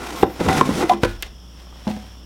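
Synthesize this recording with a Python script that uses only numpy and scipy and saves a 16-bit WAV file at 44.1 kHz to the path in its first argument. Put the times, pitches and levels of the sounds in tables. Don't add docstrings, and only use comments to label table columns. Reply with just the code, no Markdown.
import sys
import numpy as np
from scipy import signal
from scipy.fft import rfft, irfft
from scipy.io import wavfile

SR = 44100
rng = np.random.default_rng(int(sys.argv[2]) if len(sys.argv) > 2 else 0)


def unload_audio(sound):
    columns = np.transpose(np.atleast_2d(sound))
    steps = np.round(np.clip(columns, -1, 1) * 32767)
    wavfile.write(sys.argv[1], SR, steps.astype(np.int16))


N = 99225
T = np.arange(N) / SR

# (frequency [Hz], relative level [dB], t60 [s])
HOLLOW_MODES = [(102.2,-2,0.39),(207,-3,0.28),(258.5,1.5,0.19),(343.7,2,0.31),(482.6,14,0.059),(1447,-12.5,0.34)]


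def amp(db):
    return 10 ** (np.asarray(db) / 20)


def unit(x):
    return x / np.sqrt(np.mean(x ** 2) + 1e-20)


def decay(age, t60):
    return (age >= 0) * np.exp(-np.log(1000) * np.maximum(age, 0) / t60)


def level(rows):
    times, db = np.transpose(rows)
    return amp(np.interp(T, times, db)) * decay(np.maximum(T - times[-1], 0), t60=0.38)


def colour(x, points):
    hz, db = np.transpose(points)
    f = np.maximum(np.fft.rfftfreq(2 * N, 1 / SR), 1)
    gain = amp(np.interp(np.log(f), np.log(hz), db))
    roll_off = np.minimum(2 * f / hz[0], 1) * np.minimum(hz[-1] / f, 1) ** 2
    return unit(irfft(rfft(x, 2 * N) * gain * roll_off)[:N])


def noise(points):
    return colour(rng.standard_normal(N), points)


def drift(rate):
    return np.interp(T * rate, np.arange(N), rng.standard_normal(N))


def slips(per_s, spread_db):
    slipping = rng.random(N) < per_s / SR
    sizes = amp(spread_db * np.minimum(rng.exponential(1, N), 5))
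    return slipping * sizes * rng.choice([-1, 1], N)


def ring(start, hz, db, t60, rise_cycles=0.47):
    age = np.maximum(T - start, 0)
    swell = 1 - np.exp(-age * hz / rise_cycles)
    return amp(db) * swell * decay(age, t60) * np.sin(2 * np.pi * hz * age)


def body(modes):
    return sum(ring(0, *mode) for mode in modes)


def resonate(x, modes):
    return signal.fftconvolve(x, unit(body(modes)) / np.sqrt(N))[:N]


def strike(times, dbs, response):
    clicks = np.zeros(N)
    np.add.at(clicks, (times * SR).astype(int), amp(dbs))
    return signal.fftconvolve(clicks, response)[:N]


def sliding():
    # (time [s], relative level [dB])
    rumble_levels = [(0,-36.5),(.08,-36.5),(.2,-32.5),(.25,-22.5),(.3,-35),(.38,-41),(.415,-15),(.445,-36),(.48,-23.5),(.55,-25),(.6,-24),(.645,-38),(.67,-22),(.72,-27.5),(.75,-33),(.79,-23),(.85,-27.5),(.88,-28.5),(1.02,-42.5)]
    flex_levels = [(0,-73),(.38,-76),(.44,-27),(.475,-25),(.52,-25),(.585,-24.5),(.64,-29.5),(.7,-21.5),(.76,-28),(.83,-68),(.88,-70)]
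    rasp_levels = [(0,-40.5),(.14,-43),(.175,-38.5),(.21,-43),(.235,-49),(.27,-48.5),(.385,-51),(.405,-31.5),(.44,-37),(.478,-39),(.49,-18),(.53,-33.5),(.6,-28.5),(.635,-48),(.7,-39.5),(.79,-39),(.83,-26),(.875,-46.5),(.94,-36.5),(1.0,-80)]
    hiss_levels = [(0,-42),(.12,-41.5),(.165,-37),(.225,-38),(.24,-76),(.31,-60),(.385,-46.5),(.41,-37.5),(.47,-37),(.51,-30),(.595,-29.5),(.63,-42),(.68,-36.5),(.715,-37.5),(.75,-34),(.825,-32.5),(.86,-46),(.92,-38.5),(.97,-62)]
    air_levels = [(.12,-70),(.17,-49),(.225,-44),(.25,-60),(.33,-50),(.38,-65)]
    brush_levels = [(1.0,-51),(1.026,-39.5),(1.12,-41.5),(1.19,-53.5),(1.27,-42),(1.33,-87),(1.54,-62),(1.6,-50.5),(1.7,-58),(1.79,-50),(1.85,-48.5),(1.9,-40),(2.0,-47.5),(2.06,-48),(2.15,-54),(2.25,-67)]
    # (frequency [Hz], relative level [dB])
    rumble_colour = [(90,-6.5),(180,-1.5),(330,5.5),(490,-1.5),(600,-2),(900,-48)]
    flex_colour = [(45,-11),(85,-2.5),(130,3),(190,5.5),(280,-5)]
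    rasp_colour = [(450,-6.5),(620,-25),(740,5),(880,2.5),(1100,-1.5),(1250,-6),(1420,0),(1650,-15.5),(2100,-8),(3000,-27),(5000,-33)]
    hiss_colour = [(1200,-2),(2500,1.5),(3700,2),(4500,-2.5),(5400,-0.5),(7000,-4.5),(10000,-7.5),(16000,-19.5)]
    air_colour = [(6000,-18),(10000,-6),(13000,7),(16000,-2)]
    brush_colour = [(150,-8),(500,3),(1500,-3),(2300,-3.5),(3500,-4.5),(6000,-11),(10000,-17.5),(16000,-22)]
    # (frequency [Hz], relative level [dB], t60 [s])
    rub_modes = [(365,-6,0.16),(518.6,3.5,0.23),(717,9,0.16),(847,0,0.068),(973,-7.5,0.12),(1390,-5,0.1),(2040,2,0.062),(2800,-3,0.041)]
    rumble_db, rasp_db, rub_db, clump_db = -2.5, 4, -1, 2
    coarse = slips(per_s=900, spread_db=3)
    fine = slips(per_s=8000, spread_db=0.5) * amp(clump_db * drift(150))
    drag = unit(unit(coarse) + unit(fine))
    rumble = amp(rumble_db) * level(rumble_levels) * colour(coarse, rumble_colour)
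    flex = level(flex_levels) * noise(flex_colour)
    rasp = amp(rasp_db) * level(rasp_levels) * colour(drag, rasp_colour)
    ringing = amp(rub_db) * resonate(level(rasp_levels) * drag, rub_modes)
    hiss = level(hiss_levels) * colour(fine, hiss_colour)
    air = level(air_levels) * noise(air_colour)
    brush = level(brush_levels) * colour(fine, brush_colour)
    return rumble + flex + rasp + ringing + hiss + air + brush


def background():
    # (frequency [Hz], rms level [dB])
    partials = [(59.9,-41),(180,-57)]
    # (frequency [Hz], relative level [dB])
    floor_colour = [(30,2),(100,2.5),(250,1),(450,-7.5),(1300,-12),(2300,-22.5),(2900,-11),(3400,-7),(4000,-26),(4800,-18),(5450,-4),(6300,-23.5),(16000,-31)]
    hum = sum(amp(db) * np.sqrt(2) * np.sin(2 * np.pi * (hz * T + rng.random())) for hz, db in partials)
    return hum + amp(-47) * noise(floor_colour)


def judders():
    # (middle time [s], length [s], pitch [Hz], level [dB])
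    events = [(0.17,0.026,1080,-31),(0.52,0.062,750,-17.5),(0.547,0.039,1430,-27.5),(0.54,.09,3600,-34.5),(.585,0.017,2400,-34)]
    tones = 0
    for middle, length, hz, db in events:
        pitch = hz * (1 + 0.047 * drift(hz / 2))
        swell = np.exp(-(2 * (T - middle) / length) ** 2)
        tones += amp(db) * swell * np.sin(2 * np.pi * np.cumsum(pitch) / SR)
    return tones


def snaps():
    # (time [s], tick level [dB], crackle level [dB])
    creases = [(0.2273,-35,-23.5),(0.402,-42,-27.5),(0.486,-29,-18.5),(0.528,-36,-23),(0.8932,-37,-28),(0.8949,-29,-18.5),(0.9337,-29,-27.5),(1.0344,-20,-18.5),(1.0466,-28,-22.5),(1.2245,-4.5,-23),(1.2280,-40,-23),(1.771,-43,-49),(1.877,-38,-29.5),(1.889,-33,-37),(1.913,-46,-33),(1.964,-32,-39)]
    # (frequency [Hz], relative level [dB])
    tick_colour = [(2000,1),(6000,-6),(13500,4),(17000,0.5)]
    crackle_colour = [(300,-9),(1300,-8),(1950,-0.5),(2300,-7),(2800,-1.5),(4300,-9.5),(7000,-18),(16000,-35)]
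    times, tick_db, crackle_db = np.transpose(creases)
    fraying = amp(-23) * decay(T, t60=0.003) * rng.standard_normal(N)
    ticks = strike(times, tick_db, signal.unit_impulse(N) + fraying)
    crackle = strike(times, crackle_db, decay(T, t60=0.032)) * noise(crackle_colour)
    return np.std(ticks) * colour(ticks, tick_colour) + crackle


def patch(start, hz, db, t60):
    low_cut = signal.butter(2, np.clip(0.48 * hz, 20, 5000), "high", fs=SR, output="sos")
    return signal.sosfilt(low_cut, ring(start, hz, db, t60) + 1e-18)


def knocks():
    # (time [s], patch pitch [Hz], patch gain [dB], patch t60 [s],
    # panel gain [dB], crack gain [dB], hollow box gain [dB])
    hits = [ (0.231, 379, 9, 0.022, -15.5, -20, -33), (0.2313, 783, 2, 0.025, -54, -41, -35),
            (0.24, 435, -25, 0.012, -13, -59, -68), (.4080, 365, -8, 0.028, -16.5, -34, -35),
            (0.412, 171, -18, 0.18, -21, -48, -52), (0.462, 434, -8, 0.011, -13, -34, -40),
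            (0.469, 79, -10.5, 0.12, -29, -44, -56), (0.481, 168, -14, .05, -36, -47, -28),
            (0.487, 830, -3, 0.023, -28, -15.5, -60), (0.585, 218, -14, 0.031, -16, -36, -51),
            (.6110, 1064, 2.5, 0.031, -8.5, -15, -40), (0.6199, 290, 5.5, 0.0077, -50, -51, -59),
            (0.6904, 271, -9, 0.035, -15, -27, -36), (0.806, 390, -18, 0.032, -32, -32, -60),
            (0.8254, 393, -13.5, 0.084, -21.5, -25, -65), (0.841, 335, -6.5, 0.051, -23, -48, -57),
            (1.0333, 134, 6.5, 0.017, -9, -14, -27), (1.0512, 307, -9.5, 0.036, -17, -16.5, -25.5)]
    # (frequency [Hz], relative level [dB], t60 [s])
    panel_modes = [(290,12,0.016),(447,-2,0.061),(733,-9,0.043),(825,-3.5,0.014),(996,-11.5,0.092),(1325,-14,0.078),(1544,-11.5,0.028),(3700,-12.5,0.01)]
    # (frequency [Hz], relative level [dB])
    crack_colour = [(400,8),(1000,3),(2500,-5.5),(3800,-16),(5500,-16),(8000,-19.5),(16000,-30.5)]
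    times, _, _, _, panel_db, crack_db, hollow_db = np.transpose(hits)
    patches = sum(patch(*hit[:4]) for hit in hits)
    cracks = strike(times, crack_db, decay(T, t60=0.039)) * noise(crack_colour)
    panel = body(panel_modes)
    tunings = 1 + 0.044 * rng.uniform(-1.05, 1, len(times))
    panels = sum(amp(db) * np.interp((T - start) * tuning, T, panel)
                 for start, db, tuning in zip(times, panel_db, tunings))
    return patches + panels + strike(times, hollow_db, body(HOLLOW_MODES)) + cracks


def squeak():
    # (start [s], pitch [Hz], level [dB], attack [s], hold [s], t60 [s])
    flap_tones = [(0.8958, 732, -7.5, 0.0008, .017, 0.084), (0.901, 999, -15.5, 0.0096, 0.019, 0.045)]
    tones, shake = 0, 0
    for start, hz, db, attack, hold, t60 in flap_tones:
        age = T - start
        pitch = hz * (1 + 0.032 * drift(300))
        phase = 2 * np.pi * np.cumsum(pitch * (age > 0)) / SR
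        envelope = np.clip(age / attack, 0, 1) * decay(np.maximum(age - attack - hold, 0), t60)
        roughness = 1 + 0.36 * drift(400)
        tones += amp(db) * envelope * roughness * np.sin(phase)
        shake += envelope * rng.standard_normal(N)
    return tones + amp(-24.5) * resonate(shake, HOLLOW_MODES[1:4])


def clacks():
    # (time [s], gain [dB])
    hits = [(1.0338,-18),(1.0502,-24)]
    # (frequency [Hz], relative level [dB], t60 [s])
    wall_modes = [(974,-2.5,0.06),(1518,0,0.063),(1710,-17,0.31),(1970,-3,0.041),(2450,0,0.025)]
    return strike(*np.transpose(hits), body(wall_modes))


def puff():
    return ring(start=1.036, hz=40.7, db=-22.5, t60=0.76)


def taps():
    # (time [s], level [dB])
    touches = [(1.611,-56),(1.670,-46.5),(1.726,-43),(1.758,-44.5),(1.815,-52)]
    # (frequency [Hz], relative level [dB])
    scuff_colour = [(400,0),(1200,0),(2200,-24)]
    return strike(*np.transpose(touches), decay(T, t60=0.062)) * noise(scuff_colour)


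def bumps():
    # (time [s], gain [dB])
    hits = [(1.8697,-20.5),(1.879,-23),(1.9035,-26),(1.966,-32.5),(2.038,-42)]
    # (frequency [Hz], relative level [dB], t60 [s])
    box_modes = [(96.1,-20.5,0.96),(193,4,0.088),(211.7,-4.5,0.44),(237,8.5,0.051),(337,-10,0.2),(514,-6.5,0.11),(637,-5.5,0.093),(745,-19.5,0.6),(830,2.5,0.031),(984,-17,0.2),(2090,-22,0.33)]
    return strike(*np.transpose(hits), body(box_modes))


def room(x):
    # (frequency [Hz], relative level [dB])
    tail_colour = [(60,2),(400,5.5),(1500,11),(4000,10.5),(9000,-14)]
    delay_s, tail_db = 0.014, -21.5
    tail = noise(tail_colour) * decay(T - delay_s, t60=0.3)
    return amp(tail_db) * signal.fftconvolve(x, unit(tail) / np.sqrt(N))[:N]


def scene():
    box = sliding() + judders() + snaps() + knocks() + squeak() + clacks() + taps() + bumps()
    return (box + room(box) + puff() + background())[None]


def record(dry):
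    ceiling, stopband_hz = 0.97, 17100
    low_pass = signal.cheby2(16, 70, stopband_hz, fs=SR, output="sos")
    return signal.sosfilt(low_pass, np.clip(dry, -ceiling, ceiling))


dry = scene()
out = record(dry)
unload_audio(out)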